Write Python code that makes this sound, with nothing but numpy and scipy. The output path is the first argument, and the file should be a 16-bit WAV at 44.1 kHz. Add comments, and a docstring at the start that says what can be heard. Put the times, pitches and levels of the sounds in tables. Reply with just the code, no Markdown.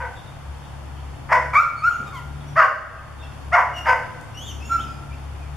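"""A fenced garden: small dogs give hoarse barks, high yelps and thin nasal whines, with a few knocks.
Barks and yelps are uneven vocal-fold pulses shaped by the throat; whines are gliding whistles.
Fences and house walls throw the calls back. Behind them: a far engine, traffic, leaves, a breeze,
insects and a songbird. Automatic gain control ducks on the loud calls and recovers slowly."""
import sys
import numpy as np
from scipy import signal
from scipy.fft import rfft, irfft, next_fast_len
from scipy.io import wavfile
from scipy.ndimage import uniform_filter1d, map_coordinates

SR = 44100
rng = np.random.default_rng(int(sys.argv[2]) if len(sys.argv) > 2 else 0)


def digitize_waveform(pressure):
    """Quantize a signal to 16-bit integers and store it at the path in sys.argv[1].

    Rows of a 2-D input are taken as channels; values are limited to [-1, 1].
    """
    field = np.atleast_2d(pressure).T
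    bounded = np.clip(field, -1, 1)
    quanta = np.round(bounded * 32767).astype(np.int16)
    wavfile.write(sys.argv[1], SR, quanta)


N = 245195
TIME_S = np.arange(N) / SR
CUTOFF_HZ = 14700

# barks: start_s, attack_s, hold_s, level_db, climb_s, break_s, top_hz, low_hz, rough_before, rough_after
BARKS = [(-.03, .02, 0.084, -28.5, 0.019, 0.014, 580, 502.4, .5, 0.5),
         (1.285, 0.047, .05, -11.5, .037, .014, 620, 509.8, 0.89, 0.36),
         (2.554, 0.043, 0.061, -4.5, 0.03144, .045, 671.1, 573.6, 0.18, 0.87),
         (3.514, .038, .056, -9, .033, .018, 726, 531, .14, .58),
         (3.842, .046, 0.044, -12.5, .026, .014, 657, 509.2, 0.88, 0.42)]
# mouth resonances, one list per bark: centre_hz, width_hz, boost_db
BARK_MOUTHS = [
    [(546, 47, 8), (912, 53, 16.5), (1554, 36, 15), (5000, 900, 0)],
    [(955, 110, 12.5), (1620, 65, 2), (1910, 170, 6), (5200, 550, 7.5)],
    [(647, 90, 9.5), (1086, 82, 17.5), (1453, 234, 20), (1950, 250, 2.5), (2797, 62, 16), (4640, 1020, 17),
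     (11770, 3000, 9.5)],
    [(500, 120, -6), (746, 110, 0), (990, 180, 16), (1980, 1100, 2.5), (5400, 660, 6)],
    [(934, 62, 15), (1577, 60, 7), (2860, 140, 7), (4970, 260, 10)],
]
# throat response in a bark: freq_hz, gain_db
BARK_THROAT = [(350, -41), (425, -12.5), (500, -8.5), (700, -1), (1100, 0.5), (1600, -0.5), (2150, -1.5),
               (2550, -13.5), (2900, -18), (3700, -33), (5000, -30.5), (6500, -33.5), (8500, -44.5),
               (10500, -44.5), (14000, -55)]
# engine firing tone: time_s, level_db
FIRING_LEVEL = [(0.03, -35.5), (0.29, -51.5), (0.5, -31.5), (0.63, -42), (1.09, -31.5), (1.19, -44),
                (1.44, -33), (1.72, -50), (1.84, -43), (2.11, -45.5), (2.31, -36), (2.6, -44), (3.4, -39),
                (3.51, -33), (3.58, -38), (3.87, -37), (4.21, -56), (4.56, -34), (5.02, -38), (5.07, -59),
                (5.1, -33), (5.53, -34)]
# octave of the firing tone: time_s, level_db
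OCTAVE_LEVEL = [(0.03, -45), (0.21, -62), (0.29, -47), (1.5, -38.5), (1.7, -47), (2.54, -38), (2.59, -39.5),
                (2.8, -61), (3.14, -44), (4.49, -51), (5.13, -39.5), (5.38, -49.5), (5.53, -36.5)]
# open-air spectrum: freq_hz, gain_db
AIR_SPECTRUM = [(25, -5), (60, 1.5), (110, 7), (190, -3), (400, -11), (800, -4), (1400, -10.5), (2000, -16),
                (3000, -18.5), (5000, -26), (7500, -28.5), (10500, -31), (12500, -36.5), (14500, -45)]
# left-right likeness of the open air: freq_hz, coherence
AIR_COHERENCE = [(30, 0.33), (90, .75), (250, 0.06), (900, 0.42), (2000, 0.37), (4000, 0.073),
                 (9000, 0.032)]
# far traffic swell: time_s, level_db
TRAFFIC_LEVEL = [(0, -61), (.9, -54), (1.35, -46.5), (1.8, -55), (2.4, -48.5), (3.0, -55), (3.9, -48.5),
                 (4.3, -54), (4.75, -43), (5.1, -50), (5.56, -55.5)]
# songbird chirps: start_s, length_s, first_hz, last_hz, level_db
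CHIRPS = [(0.142, 0.057, 3810, 3480, -50.5), (0.246, 0.049, 3860, 3670, -53),
          (0.54, 0.034, 2977, 3260, -56), (0.603, 0.073, 3350, 3610, -59), (0.937, 0.09, 2967, 3410, -56),
          (2.392, 0.039, 3694, 3460, -52), (3.162, 0.12, 3740, 3230, -51.5)]
# yelps: start_s, attack_s, hold_s, level_db, sag_db_per_s, glide_s,
# first_hz, held_hz, last_hz, onset_rough, overtones_db
YELPS = [(1.526, 0.044, 0.036, -7.5, 26, 0.082, 896, 1387, 1363, 0.6, -3),
         (1.816, .04, .03, -12, 62, .054, 1174, 1424, 1368, 0, -1),
         (4.69, .032, .06, -19, 110, 0.0694, 1372, 1363, 1227, 0.02, 3)]
# throat response in a yelp: freq_hz, gain_db
YELP_THROAT = [(350, -54), (620, -1), (850, -2.5), (1200, 7.5), (1500, 8), (1800, -6), (2300, 6.5),
               (2750, -26), (3700, -26), (4900, -27), (7000, -32), (9500, -45.5), (13500, -44.5)]
# whines: start_s, rise_s, fall_s, first_hz, middle_hz, last_hz, level_db, overtones_db
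WHINES = [(1.755, 0.044, 0.043, 2190, 2200, 2280, -51.5, 3.5),
          (1.899, 0.044, 0.029, 3410, 3365, 3200, -61.5, 12.5),
          (1.914, 0.016, .035, 3370, 2890, 2590, -43.5, -15),
          (2.05, 0.022, 0.044, 3876, 3730, 3520, -52, -11),
          (2.06, 0.013, 0.028, 1268, 1221, 1150, -37.5, -11),
          (2.126, 0.023, 0.06, 1130, 1080, 917, -32.5, -7),
          (2.15, 0.023, 0.025, 3370, 3150, 2550, -43.5, -22),
          (2.457, .03, 0.047, 2800, 2920, 2700, -65.5, 10),
          (2.968, 0.019, 0.015, 2800, 2630, 2566, -50, -22),
          (3.221, 0.018, 0.029, 2550, 2776, 2640, -41.5, -13),
          (3.733, 0.049, 0.035, 2940, 2840, 2820, -31, -15), (4.34, .065, 0.062, 2697, 3100, 3640, -37, -7),
          (4.458, 0.019, .05, 3730, 3400, 2704, -35, -5), (4.599, 0.049, 0.038, 2550, 2693, 2810, -42, -10),
          (4.635, 0.069, 0.074, 3480, 3480, 3315, -54.5, 9.5),
          (4.689, 0.047, 0.079, 2720, 2740, 2520, -55, 2), (4.784, .02, .02, 2826, 3200, 3800, -36.5, -22),
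          (4.804, 0.026, 0.025, 3340, 3160, 2620, -44, -10),
          (4.809, 0.058, 0.14, 2720, 2510, 2420, -53, -1), (5.1, 0.029, .02, 2330, 2410, 2890, -47, -16),
          (5.39, 0.043, 0.045, 2600, 2420, 2040, -53, -27)]
# overtone balance of a whine: harmonic, gain_db
WHINE_OVERTONES = [(2, -1), (3, -18), (4, -18.5)]
# knocks, snaps and ticks from the dogs: start_s, level_db, ring_hz, width_hz, t60_s
KNOCKS = [(1.995, -37.5, 228, 120, 0.25), (3.853, -23, 1317, 1500, 0.0065), (3.87, -41, 8400, 9000, 0.011),
          (4.212, -40.5, 6850, 8900, 0.008), (4.257, -56, 6044, 7000, 0.009)]
# sharp reflections: delay_s, level_db, left_minus_right_db
ECHOES = [(.0042, -26, 26), (.017, -13.5, 7), (0.03, -13.5, -6), (.066, -15, -5.5), (0.096, -33, -3.5)]
# scatter from fences, house and far gardens: delay_s, level_db, build_s, t60_s
SCATTER = [(.003, -6, 0.0021, 0.31), (0.068, -13, 0.0021, 0.63), (.2, -28.5, .05, 1.36)]
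# scatter spectrum: freq_hz, gain_db
SCATTER_SPECTRUM = [(300, -14.5), (500, 14), (1000, -2), (1500, 4), (2500, 0.5), (5000, 3), (14000, 9.5)]
# left-right likeness of the scatter: freq_hz, coherence
SCATTER_COHERENCE = [(400, 0.65), (1500, 0.8), (3000, 0.71), (6000, 0.41), (14000, .1)]
# microphone notches: centre_hz, width_hz
MIC_NOTCHES = [(3960, 300), (7930, 190)]


def from_db(db):
    """Decibels to gain."""
    return 10 ** (np.asarray(db) / 20)


def pan(left_db):
    """Stereo gains: left up by left_db, right down by as much."""
    return from_db([[left_db], [-left_db]])


def unit_rms(x):
    """Scale to rms 1."""
    return x / np.sqrt(np.mean(x ** 2) + 1e-20)


def over_time(points):
    """A (time_s, value) table, read at every sample."""
    return np.interp(TIME_S, *np.transpose(points))


def over_bins(points, n):
    """A (freq_hz, value) table, read on a log axis at the FFT bins of n samples."""
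    freq_hz, value = np.transpose(points)
    bin_hz = np.arange(n // 2 + 1) * SR / n
    return np.interp(np.log(bin_hz + 1), np.log(freq_hz), value)


def colour(x, spectrum):
    """Filter by a (freq_hz, gain_db) table."""
    n = next_fast_len(x.shape[-1] + 2048)
    return irfft(rfft(x, n) * from_db(over_bins(spectrum, n)), n)[..., :x.shape[-1]]


def drift(n, rate_hz):
    """Smooth random curve, spread about 1."""
    place = np.arange(n) * rate_hz / SR
    return map_coordinates(rng.standard_normal(int(place[-1]) + 3), [place], order=3, mode="nearest")


def phase_of(pitch_hz):
    """Running phase in radians."""
    return 2 * np.pi * np.cumsum(pitch_hz) / SR


def resonance(x, hz, width_hz):
    """Two-pole resonator, peak gain 1."""
    r = np.exp(-np.pi * width_hz / SR)
    feedback = [1, -2 * r * np.cos(2 * np.pi * hz / SR), r * r]
    return signal.lfilter(np.array([1, 0, -1]) * (1 - r * r) / 2, feedback, x)


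def stereo_noise(n, coherence):
    """White noise at two close microphones; likeness varies with frequency."""
    size = next_fast_len(n)
    mid, side = rfft(rng.standard_normal((2, size)))
    alike = over_bins(coherence, size)
    spectra = np.sqrt((1 + alike) / 2) * mid + np.sqrt((1 - alike) / 2) * side * [[1], [-1]]
    return irfft(spectra, size)[:, :n]


def fade(x):
    """Taper 3 ms at each end."""
    return x * signal.windows.tukey(len(x), min(1, .006 * SR / len(x)))


def at_level(x, level_db):
    """Flatten the running rms, then apply level_db."""
    power = uniform_filter1d(x ** 2, int(.012 * SR))
    return fade(x / np.sqrt(power + 1e-12)) * from_db(level_db)


def call_span(start_s, length_s):
    """A call's slice and its age_s at each sample."""
    span = slice(max(0, int(start_s * SR)), int((start_s + length_s) * SR))
    return span, np.maximum(TIME_S[span] - start_s, 0)


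def breath_db(age_s, attack_s, hold_s, sag_db_per_s, release_s, shudder_db=2):
    """Breath pressure builds as a power of time, sags, shudders and is let go."""
    rise_db = 20 * np.log10(np.clip(age_s / attack_s, 1e-3, 1) ** 1.39)
    sag_db = sag_db_per_s * np.maximum(age_s - attack_s, 0)
    release_db = 18.5 * np.maximum(age_s - attack_s - hold_s, 0) / release_s
    return rise_db - sag_db - release_db + shudder_db * drift(len(age_s), 111.5)


def vocal_folds(pitch_hz, rough, jitter, shimmer, doubling, rasp, overtones_db=0):
    """Strain (rough, 0-1) makes cycles uneven, alternately strong and weak, and leaks puffs of air."""
    n = len(pitch_hz)
    phase = phase_of(pitch_hz * (1 + jitter * rough * drift(n, 492.3)))
    smear_rad = rng.uniform(0, 2 * np.pi, size=32)   # throat and muzzle delay each overtone differently
    tone = sum(np.cos(k * phase + smear_rad[k]) * (k * pitch_hz < CUTOFF_HZ)
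               * from_db(overtones_db * (k > 1)) for k in range(1, 32))
    unevenness = shimmer * drift(n, 698.4) + doubling * np.cos(phase / 2)
    tone *= np.sqrt(4 * pitch_hz / SR) * (1 + rough * unevenness)
    puffs = rng.standard_normal(n) * (1 + np.cos(phase) / 2) * from_db(overtones_db)
    teeth_hiss = colour(puffs, [(2000, .5), (4500, -2), (8000, 6.5)])
    return tone * np.sqrt(1 - rough ** 2 / 2) + rough * (rasp * puffs + teeth_hiss)


def barks(sag_db_per_s=78, release_s=.014, fall_hz_per_s=308, jaw_drop_s=.037, brightening=.41):
    """Hoarse pulses through throat and opening mouth; treble grows with effort."""
    out = np.zeros(N)
    for bark, mouth in zip(BARKS, BARK_MOUTHS):
        start_s, attack_s, hold_s, peak_db, climb_s, break_s, top_hz, low_hz, *rough_ends = bark
        span, age_s = call_span(start_s, attack_s + hold_s + release_s)
        level_db = peak_db + breath_db(age_s, attack_s, hold_s, sag_db_per_s, release_s)
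        # pitch climbs, breaks to a lower note, then sinks with the breath
        climb = .72 + .28 * np.sin(np.pi / 2 * np.minimum(age_s / climb_s, 1))
        broken = np.clip((age_s - climb_s) / break_s, 0, 1)
        sink_hz = fall_hz_per_s * np.maximum(age_s - climb_s - break_s, 0)
        pitch_hz = top_hz * climb + (low_hz - top_hz) * broken - sink_hz
        rough = np.interp(broken, [0, 1], rough_ends)
        pulses = vocal_folds(pitch_hz, rough, jitter=.11, shimmer=.7, doubling=.55, rasp=.6)
        voice = colour(pulses, BARK_THROAT)
        opening = np.interp(age_s, [0, jaw_drop_s], [.42, 1]) ** 2
        for hz, width_hz, boost_db in mouth:
            voice += (from_db(boost_db * opening) - 1) * resonance(voice, hz, width_hz)
        treble = colour(voice, [(1800, -60), (2150, -10), (2450, 0)])
        effort_db = np.minimum(level_db - np.percentile(level_db, 60), 0)
        voice += (from_db(brightening * effort_db) - 1) * treble
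        out[span] += at_level(voice, level_db)
    return out


def engine(firing_hz=70.1, wander=.01068, flutter_db=1.5):
    """Far idle: only the lowest orders carry, fading and fluttering in the moving air."""
    phase = phase_of(firing_hz * (1 + wander * drift(N, 4)))
    hum = np.zeros(N)
    for order, level_db in [(1, over_time(FIRING_LEVEL)), (1.5, -48), (2, over_time(OCTAVE_LEVEL))]:
        gain = from_db(level_db + flutter_db * drift(N, 16))
        hum += gain * np.sin(order * phase + .46 * drift(N, 5.4))
    return np.sqrt(2) * hum * pan(1.5)


def air(level_db=-40, swell_db=.35):
    """Soft wash of far traffic and leaves."""
    wash = unit_rms(colour(stereo_noise(N, AIR_COHERENCE), AIR_SPECTRUM))
    return wash * from_db(level_db + swell_db * drift(N, 4.5)) * pan(.7)


def traffic():
    """Dull swells from beyond the houses."""
    spectrum = [(120, -44), (220, -7.5), (330, -9), (480, -21.5), (1500, -52), (8000, -83)]
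    rumble = unit_rms(colour(stereo_noise(N, AIR_COHERENCE), spectrum))
    return rumble * from_db(over_time(TRAFFIC_LEVEL)) * pan(2)


def breeze(level_db=-54, gust_db=2.5):
    """Light gusty rumble on each microphone port."""
    spectrum = [(10, -4), (25, 11.5), (45, 12), (120, -30), (600, -69)]
    rumble = unit_rms(colour(rng.standard_normal((2, N)), spectrum))
    return rumble * from_db(level_db + gust_db * drift(N, 3)) * pan(1)


def insects(centre_hz=10500, width_hz=600, level_db=-71):
    """Faint, even shrill from the hedge."""
    return from_db(level_db) * unit_rms(resonance(rng.standard_normal((2, N)), centre_hz, width_hz))


def songbird(warble=.035):
    """Short warbled glides, far off."""
    out = np.zeros(N)
    for start_s, length_s, first_hz, last_hz, level_db in CHIRPS:
        start, n = int(start_s * SR), int(length_s * SR)
        pitch_hz = np.linspace(first_hz, last_hz, n) * (1 + warble * drift(n, 161))
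        out[start:start + n] += from_db(level_db) * np.hanning(n) * np.sin(phase_of(pitch_hz))
    return out


def yelps(tremor=.0095, clear_s=.0364, release_s=.053):
    """Folds in a high register: onset roughness clears to a gliding tone; tremor smears the overtones."""
    out = np.zeros(N)
    for (start_s, attack_s, hold_s, peak_db, sag_db_per_s, glide_s,
         *contour_hz, onset_rough, overtones_db) in YELPS:
        length_s = attack_s + hold_s + release_s
        span, age_s = call_span(start_s, length_s)
        level_db = peak_db + breath_db(age_s, attack_s, hold_s, sag_db_per_s, release_s)
        pitch_hz = np.interp(age_s, [0, glide_s, length_s], contour_hz)
        pitch_hz *= 1 + tremor * drift(len(age_s), 900)
        rough = .033 + onset_rough * np.exp(-(age_s / clear_s) ** 2)
        pulses = vocal_folds(pitch_hz, rough, jitter=.13, shimmer=.5, doubling=.9, rasp=.7,
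                             overtones_db=overtones_db)
        out[span] += at_level(colour(pulses, YELP_THROAT), level_db)
    return out


def whines(edge_db=13, rush_db=-21):
    """Thin whistles through the nose that swell, waver and catch, with a little rush of air."""
    rush_spectrum = [(1500, -22), (3200, 4), (7000, 1.5), (9000, -5), (13000, -7)]
    out = np.zeros(N)
    for start_s, rise_s, fall_s, *contour_hz, peak_db, overtones_db in WHINES:
        span, age_s = call_span(start_s, rise_s + fall_s)
        n = len(age_s)
        arch = np.interp(age_s, [0, rise_s, rise_s + fall_s], [-1, 0, 1])
        pitch_hz = np.interp(arch, [-1, 0, 1], contour_hz)
        waver = .009 * drift(n, 130) + .016 * drift(n, 700)
        catch_db = 2.5 * drift(n, 110)
        phase = phase_of(pitch_hz * (1 + waver))
        overtones = sum(from_db(gain_db) * np.sin(k * phase) for k, gain_db in WHINE_OVERTONES)
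        whistle = np.sin(phase) + from_db(overtones_db) * overtones
        rush = unit_rms(colour(rng.standard_normal(n), rush_spectrum))
        whistle += from_db(rush_db + max(overtones_db, 0)) * rush
        out[span] += fade(whistle) * from_db(peak_db - edge_db * arch ** 2 + catch_db)
    return out


def knocks():
    """Each contact: a dying noise burst in one steep resonance."""
    out, age_s = np.zeros(N), TIME_S[:SR // 4]
    for start_s, level_db, ring_hz, width_hz, t60_s in KNOCKS:
        start, n = int(start_s * SR), len(age_s)
        band = resonance(rng.standard_normal(n), ring_hz, width_hz)
        burst = unit_rms(resonance(band, ring_hz, width_hz))
        attack = 1 - np.exp(-age_s * ring_hz)   # builds in about one cycle
        out[start:start + n] += burst * attack * from_db(level_db - 60 * age_s / t60_s)
    return out


def garden_echoes(x, length_s=1.3):
    """A few sharp echoes and waves of scatter from ever farther walls."""
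    n = int(length_s * SR)
    power = np.zeros(n)
    for delay_s, level_db, build_s, t60_s in SCATTER:
        age_s = np.maximum(TIME_S[:n] - delay_s, 0)
        shape = ((1 - np.exp(-age_s / build_s)) * from_db(-60 * age_s / t60_s)) ** 2
        power += from_db(level_db) ** 2 * shape / shape.sum()
    response = np.sqrt(power) * colour(stereo_noise(n, SCATTER_COHERENCE), SCATTER_SPECTRUM)
    for delay_s, level_db, left_minus_right_db in ECHOES:
        response[:, int(delay_s * SR)] += from_db(level_db) * pan(left_minus_right_db / 2)[:, 0]
    return signal.fftconvolve(x[None], response, axes=1)[:, :N]


def scene():
    """Dogs ahead, the bird with more echo, over the steady background."""
    dogs = barks() + yelps() + knocks() + whines()
    bird = songbird()
    calls = dogs + bird + garden_echoes(dogs + 2 * bird)
    return calls * pan(.3) + engine() + air() + traffic() + breeze() + insects()


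def record(dry, threshold_db=-12, slope=.63, release_db_per_s=9.5):
    """Gain control ducks on loud calls and recovers slowly; then treble notches, clipping, low-pass."""
    power = uniform_filter1d(np.mean(dry ** 2, axis=0), 256)
    level_db = 10 * np.log10(np.abs(power) + 1e-12)
    wanted_db = np.maximum(level_db - threshold_db, 0) * slope
    recovery_db = release_db_per_s * TIME_S
    duck_db = np.maximum.accumulate(wanted_db + recovery_db) - recovery_db
    out = dry * from_db(-uniform_filter1d(duck_db, 256))
    for centre_hz, width_hz in MIC_NOTCHES:
        edges_hz = [centre_hz - width_hz / 2, centre_hz + width_hz / 2]
        out = signal.sosfilt(signal.butter(2, edges_hz, "bandstop", fs=SR, output="sos"), out)
    lowpass = signal.ellip(10, .2, 90, CUTOFF_HZ, fs=SR, output="sos")
    return signal.sosfilt(lowpass, np.clip(out, -.95, .95))


dry = scene()
out = record(dry)
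digitize_waveform(out)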